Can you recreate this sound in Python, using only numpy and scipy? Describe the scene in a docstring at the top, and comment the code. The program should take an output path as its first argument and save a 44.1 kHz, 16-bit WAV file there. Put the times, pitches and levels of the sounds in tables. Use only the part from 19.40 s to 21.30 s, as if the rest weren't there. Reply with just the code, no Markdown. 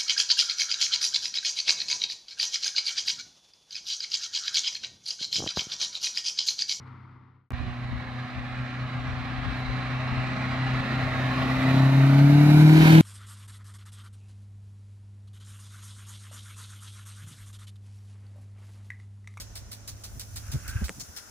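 """Sharp, wet spurts, about six a second: the arm of an impact sprinkler slapping through its jet.
Spray hisses and drops patter on the lawn; a far engine hums under a low rumble of air.
A hand shifts on the phone with soft bumps, a rub and a click of the case,
after which the cupped hand colours the left microphone."""
import sys
import numpy as np
from scipy import signal
from scipy.fft import rfft, irfft
from scipy.io import wavfile

SR = 44100
rng = np.random.default_rng(int(sys.argv[2]) if len(sys.argv) > 2 else 0)


def digitize_waveform(pressure):
    """Quantize a signal to 16-bit integers and store it at the path in sys.argv[1].

    Rows of a 2-D input are taken as channels; values are limited to [-1, 1].
    """
    field = np.atleast_2d(pressure).T
    bounded = np.clip(field, -1, 1)
    quanta = np.round(bounded * 32767).astype(np.int16)
    wavfile.write(sys.argv[1], SR, quanta)


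N = 83790


def undb(db):
    """Decibels to gain."""
    return 10 ** (np.asarray(db) / 20)

def unit(x):
    """Scale to rms 1."""
    return x / np.sqrt(np.mean(x ** 2))

def clock():
    """Time of every sample [s]."""
    return np.arange(N) / SR

def bins():
    """Frequency of every spectral bin [Hz]."""
    return np.maximum(np.arange(N // 2 + 1) * SR / N, 1)

def over_hz(points):
    """A curve through the points on a log-frequency axis."""
    hz, value = np.array(points, float).T
    return np.interp(np.log(bins()), np.log(hz), value)

def over_time(points):
    """An automation curve through the points."""
    return np.interp(clock(), *np.array(points, float).T)

def fader(points):
    """Gain from (time [s], level [dB]) points."""
    return undb(over_time(points))

def pan(db):
    """Stereo gains that put left db above right."""
    return undb(np.array([[db], [-db]]) / 2)

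def shape(x, gain):
    """EQ with a gain for each frequency."""
    return irfft(rfft(x) * gain, N)

def resonance(hz, width_hz):
    """Band-pass response, gain 1 at the centre."""
    return 1 / (1 + 1j * (bins() ** 2 - hz ** 2) / (bins() * width_hz))

def resonators(modes):
    """Response of a parallel bank of band-passes."""
    return sum(undb(db) * resonance(hz, width) for hz, width, db in modes)

def walk(rate_hz):
    """Smooth random modulation, rms 1."""
    return unit(shape(rng.standard_normal(N), np.exp(-(bins() / rate_hz) ** 2)))

# phase between the microphones (frequency [Hz], left lead [rad])
MIC_PHASE = [(100, 0), (1600, .55), (3000, 1.9), (4800, 3.1), (7800, 3.7), (8550, 3.1), (9900, .2),
             (10900, -.5), (11600, -3.0), (12350, -3.2), (13500, -6.1), (14600, -6.6), (15500, -9.3)]
def microphones(pair, likeness):
    """Blend two unrelated signals into the stereo image of the two microphones."""
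    coherence = np.clip(over_hz(likeness), 0, .99)
    mid, side = rfft(pair) * np.sqrt([1 + coherence, 1 - coherence])
    turn = np.exp(.5j * over_hz(MIC_PHASE))
    return irfft([(mid + side) * turn, (mid - side) / turn], N)

def noise(gain, likeness):
    """Coloured stereo noise, rms 1."""
    return unit(shape(microphones(rng.standard_normal((2, N)), likeness), gain))


# EQ of the streets (frequency [Hz], level [dB])
TOWN_EQ = [(40, 0.5), (100, -2.5), (250, -1.5), (400, -5.5), (700, -5), (1200, -12.5), (2500, -14.5),
           (6000, -31)]
# stereo image of diffuse sound (frequency [Hz], left-right likeness [0-1])
WIDE_IMAGE = [(100, 0.52), (600, 0.15), (3000, 0.048), (7300, 0.033), (8500, 0.94), (11000, 1),
              (11900, .98), (12900, 0.89), (14000, .95)]
def town():
    """Distant streets blur into a steady, quiet bed."""
    return undb(-57) * noise(undb(over_hz(TOWN_EQ)), WIDE_IMAGE)

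# EQ of the rumble (frequency [Hz], level [dB])
AIR_EQ = [(20, 5), (31, -11), (42, -0.5), (70, 2.5), (110, -5.5), (160, -15), (250, -24.5), (400, -36),
          (800, -59)]
# swells of the rumble (time [s], level [dB])
AIR_FADER = [(0, -43), (.25, -46), (.42, -49.5), (.52, -45), (.62, -50), (.76, -39.5), (.85, -50),
             (.96, -39), (1.05, -45), (1.2, -41), (1.44, -33.5), (1.53, -54), (1.6, -42.5), (1.66, -57.5),
             (1.76, -63), (1.9, -59)]
# stereo image of sound right at the phone (frequency [Hz], left-right likeness [0-1])
CLOSE_IMAGE = [(50, 0.53), (2000, 0.79), (5000, 1)]
def air():
    """Moving air rumbles in uneven swells."""
    return noise(undb(over_hz(AIR_EQ)), CLOSE_IMAGE) * fader(AIR_FADER)

# partials of the hum (harmonic [number], level [dB])
ENGINE_PARTIALS = [(2, 2.5), (4, -13.5), (5, -19.5), (6, -21), (11, -22.5), (13, -21.5)]
# the hum holds, then fades (time [s], level [dB])
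ENGINE_FADER = [(0, -49.5), (1.0, -47.5), (1.4, -49), (1.55, -62), (1.9, -67)]
def engine(base_hz=51.98, wobble=0.0074):
    """A far engine hums right of centre, its pitch drifting and each harmonic wavering."""
    phase = 2 * np.pi * np.cumsum(base_hz * (1 + wobble * walk(rate_hz=3.9))) / SR
    hum = sum(undb(db + 1.9 * walk(rate_hz=10)) * np.sin(harmonic * phase + 2 * np.pi * rng.random())
              for harmonic, db in ENGINE_PARTIALS)
    return unit(hum) * fader(ENGINE_FADER) * pan(-4)

# EQ of the skin friction (frequency [Hz], level [dB])
RUB_EQ = [(700, -23), (1100, -11), (1350, -0.5), (1600, -0.5), (1850, -7), (2200, -7.5), (2650, -6.5),
          (3300, -17.5), (6000, -48), (11000, -55)]
# swell of the friction (time [s], level [dB])
RUB_FADER = [(.9, -80), (1.05, -58), (1.18, -54), (1.228, -55), (1.243, -48.5), (1.36, -49), (1.41, -48.5),
             (1.47, -56.5), (1.52, -89)]
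# glide of the squeak (time [s], pitch [Hz])
SQUEAK_GLIDE = [(1.24, 1470), (1.301, 1540), (1.35, 1625), (1.409, 1595), (1.47, 1505)]
# swell of the squeak (time [s], level [dB])
SQUEAK_FADER = [(1.22, -75), (1.243, -49), (1.35, -49), (1.41, -49.5), (1.47, -69), (1.5, -85)]
def rub(squeak_width_hz=87):
    """Skin slides along the case: a rough hiss that catches on one wandering resonance."""
    phase = 2 * np.pi * np.cumsum(over_time(SQUEAK_GLIDE)) / SR
    squeak = unit(walk(squeak_width_hz) * np.sin(phase) + walk(squeak_width_hz) * np.cos(phase))
    skin = noise(undb(over_hz(RUB_EQ)), CLOSE_IMAGE) * fader(RUB_FADER)
    roughness = undb(2.0 * walk(rate_hz=74))
    return (skin + squeak * fader(SQUEAK_FADER)) * roughness

# handling bumps (time [s], pitch [Hz], level [dB], half length [s], relative scuff level [dB])
BUMP_CUES = [(.22, 75.5, -37, 0.0067, -19), (0.536, 74.6, -37.5, .01, -21.5),
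             (0.774, 130.5, -40.5, .015, -11.5), (1.098, 83.5, -29, 0.01, -20),
             (1.152, 132.3, -22, 0.015, -15.5), (1.170, 75, -25.5, 0.011, -29),
             (1.292, 63, -28, 0.0096, -27.5), (1.331, 69.5, -34, 0.0068, -19),
             (1.362, 91, -17.5, 0.0068, -37), (1.423, 187, -25, 0.0058, -5.5),
             (1.442, 66.5, -23, 0.022, -33), (1.505, 180, -36.5, 0.0097, -11),
             (1.585, 130, -44, 0.021, -7.5), (1.629, 145, -45, 0.01, -14), (1.699, 79, -40.5, 0.012, -15)]
def bumps(right_lead_rad=0.82):
    """Each bump of the hand swings the phone for a few cycles and scuffs it."""
    out = np.zeros((2, N))
    skew = np.array([[-right_lead_rad], [right_lead_rad]]) / 2
    scuff = noise(resonance(hz=231, width_hz=147) ** 2, CLOSE_IMAGE)
    for at, hz, db, half_s, scuff_db in BUMP_CUES:
        t = clock() - at
        swing = np.sin(2 * np.pi * hz * t + skew)
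        out += undb(db) * np.exp(-(t / half_s) ** 2) * (undb(scuff_db) * scuff - swing)
    return out

# EQ of one snap (frequency [Hz], level [dB])
SNAP_EQ = [(150, -4), (450, -2.5), (800, -12.5), (1300, -0.5), (2100, 3.5), (3000, -5.5), (4200, -13.5),
           (6000, -15), (8000, -3), (10000, -22), (12000, -42), (15000, -42)]
# tight cluster of clicks (time [s], level [dB])
CLICK_CUES = [(1.483, -25), (1.4873, -32.5), (1.494, -15.5)]
def clicks(decay_s=0.0084):
    """The case snaps under the grip and rings low for a moment."""
    out, t = np.zeros((2, N)), clock()
    # minimum phase packs the energy into the front of the transient
    cepstrum = irfft(np.log(undb(over_hz(SNAP_EQ))), N)
    snap = irfft(np.exp(rfft(2 * cepstrum * (np.arange(N) < N // 2))), N)
    snap /= np.abs(snap).max()
    case = undb(-24.5) * noise(resonance(hz=374, width_hz=660) ** 2, CLOSE_IMAGE)
    for at, db in CLICK_CUES:
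        ring = case * (t > at) * np.exp(-np.abs(t - at) / decay_s)
        out += undb(db) * (np.interp(t - at, t, snap, left=0) + ring)
    return out

# resonances of the hand's hollow (frequency [Hz], width [Hz], level [dB])
HOLLOW_MODES = [(1470, 320, 9), (5300, 270, 3.5), (6400, 610, -14)]
def cupped_hand(garden, start_s=1.576, fade_s=0.24):
    """As the hand settles, its hollow resonates at the left microphone."""
    left, right = garden
    hollow = shape(left, resonators(HOLLOW_MODES))
    settled = np.clip((clock() - start_s) / fade_s, 0, 1)
    return np.array([left + settled * hollow, right])

def patter(per_s, gain, likeness, spread_db=4.5):
    """Drops of unequal size land at random, one tick each; rms 1."""
    size = undb(spread_db * np.minimum(rng.exponential(size=(2, N)), 4))
    drops = (rng.random((2, N)) < per_s / SR) * size * rng.choice([-1, 1], (2, N))
    return unit(shape(microphones(drops, likeness), gain))

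# EQ of the spray (frequency [Hz], level [dB])
SPRAY_EQ = [(500, -11), (1500, -1), (2200, -10.5), (3200, -8.5), (4400, -6), (5900, 4), (7000, 0),
            (9500, -3.5), (11500, -9.5), (14000, -7), (15500, -9.5)]
# swell of the spray (time [s], level [dB])
SPRAY_FADER = [(0, -53.5), (.4, -54.5), (.85, -54), (1.1, -49.5), (1.4, -49.5), (1.6, -50.5), (1.9, -51.5)]
# the spray brightens as the nozzle turns (time [s], high-shelf gain [dB])
SPRAY_SHELF = [(0, -7), (.45, -7.5), (.75, 3), (1.1, -1), (1.5, 1), (1.9, -0.5)]
def spray(shelf_hz=8100, drops_per_s=300, drops_db=-12):
    """The nozzle hisses with a slight flutter while single drops land on grass and leaves."""
    colour = undb(over_hz(SPRAY_EQ))
    hiss = noise(colour, WIDE_IMAGE) * undb(0.31 * walk(rate_hz=34))
    water = hiss + undb(drops_db) * patter(drops_per_s, colour, WIDE_IMAGE)
    treble = shape(water, 1 / (1 + (shelf_hz / bins()) ** 8))
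    return (water + treble * (fader(SPRAY_SHELF) - 1)) * fader(SPRAY_FADER)

# EQ of a spurt (frequency [Hz], level [dB])
SPLASH_EQ = [(250, -13), (600, -7.5), (1000, -10), (1600, -6.5), (2800, -5.5), (4200, 0.5), (5300, 2.5),
             (6600, -10), (8000, 3), (9500, -4.5), (12000, -8), (13500, -5.5), (15500, -8)]
# stereo image of a spurt (frequency [Hz], left-right likeness [0-1])
SPLASH_IMAGE = [(300, 0.05), (1500, 0.7), (4200, 0.34), (5400, 1), (6500, 0.47), (8300, 0.82), (11000, 1),
                (11900, 0.92), (12900, 1), (14000, 0.85)]
# ringing modes of the arm (frequency [Hz], width [Hz], level [dB])
ARM_RING = [(4446, 21, 2.5), (5330, 110, -2), (5960, 96, -0.5), (6310, 51, 0.5), (6500, 55, -2),
            (7000, 40, -0.5), (7400, 48, -5)]
# strikes of the arm (time [s], level [dB], treble tilt [dB/octave], left over right [dB],
# relative ring level [dB], relative slap level [dB])
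STRIKE_CUES = [(-.007, -40.5, -0.5, -0.5, -8, 17), (.153, -40.5, 0, -1, -10, 2),
               (.314, -41, 0, -1, -13, -4), (0.474, -39.5, 0.5, -1, -6, -5),
               (.635, -42, -0.5, -1, -5.5, -23), (.794, -41, 0.5, -2, -4, 5), (.958, -40, 0, -1, -11, 4),
               (1.115, -39, -1, -1, -7.5, -2), (1.277, -41, 1, -1.5, -7.5, 5),
               (1.439, -39.5, -.5, -2, -8.5, -17), (1.596, -43, 0.5, 1.5, 3.5, 6),
               (1.761, -41.5, -.5, 1.5, -4.5, 1.5)]
def sprinkler_arm():
    """Each strike slaps the jet, tears off a spattering sheet that rings the arm, and trails drops."""
    attack_s, hold_s, release_s = 0.0036, 0.018, 0.016
    tail_db, tail_s = -6, 0.026
    spatter_db, spatter_per_s = -5.5, 1500
    slap_delay_s, slap_half_s, slap_low_cut_hz = 0.0032, 0.0021, 9500
    out, colour = np.zeros((2, N)), undb(over_hz(SPLASH_EQ))
    ring = noise(resonators(ARM_RING), WIDE_IMAGE)
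    water = noise(colour, SPLASH_IMAGE) + undb(spatter_db) * patter(spatter_per_s, colour, SPLASH_IMAGE)
    bright = noise(colour / np.hypot(1, (slap_low_cut_hz / bins()) ** 2), SPLASH_IMAGE)
    octaves = np.log2(np.maximum(bins(), 1000) / 5000)  # the tilt is flat below 1 kHz
    for start, db, tilt_db, pan_db, ring_db, slap_db in STRIKE_CUES:
        age = clock() - start
        rise = np.clip(age / attack_s, 0, 1)
        fading = np.maximum(age - hold_s, 0)
        envelope = rise * np.hypot(np.exp(-fading / release_s), undb(tail_db) * np.exp(-fading / tail_s))
        spurt = unit(shape(water, undb(tilt_db * octaves))) + undb(ring_db) * ring
        slap = undb(slap_db) * np.exp(-((age - slap_delay_s) / slap_half_s) ** 2) * bright
        out += undb(db) * pan(pan_db) * (envelope * spurt + slap)
    grain = undb(1.5 * walk(rate_hz=340))
    return out * grain

def scene():
    """The garden heard past the hand, with the handling noise on top."""
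    garden = sprinkler_arm() + spray() + engine() + air() + town()
    return cupped_hand(garden) + rub() + bumps() + clicks()

def record(dry, low_cut_hz=29, high_cut_hz=15800):
    """The phone cuts the deepest rumble and the very top."""
    trimmed = shape(dry, 1 / np.hypot(1, (low_cut_hz / bins()) ** 4))
    return signal.sosfilt(signal.ellip(8, .2, 80, high_cut_hz, fs=SR, output="sos"), trimmed)


dry = scene()
out = record(dry)
digitize_waveform(out)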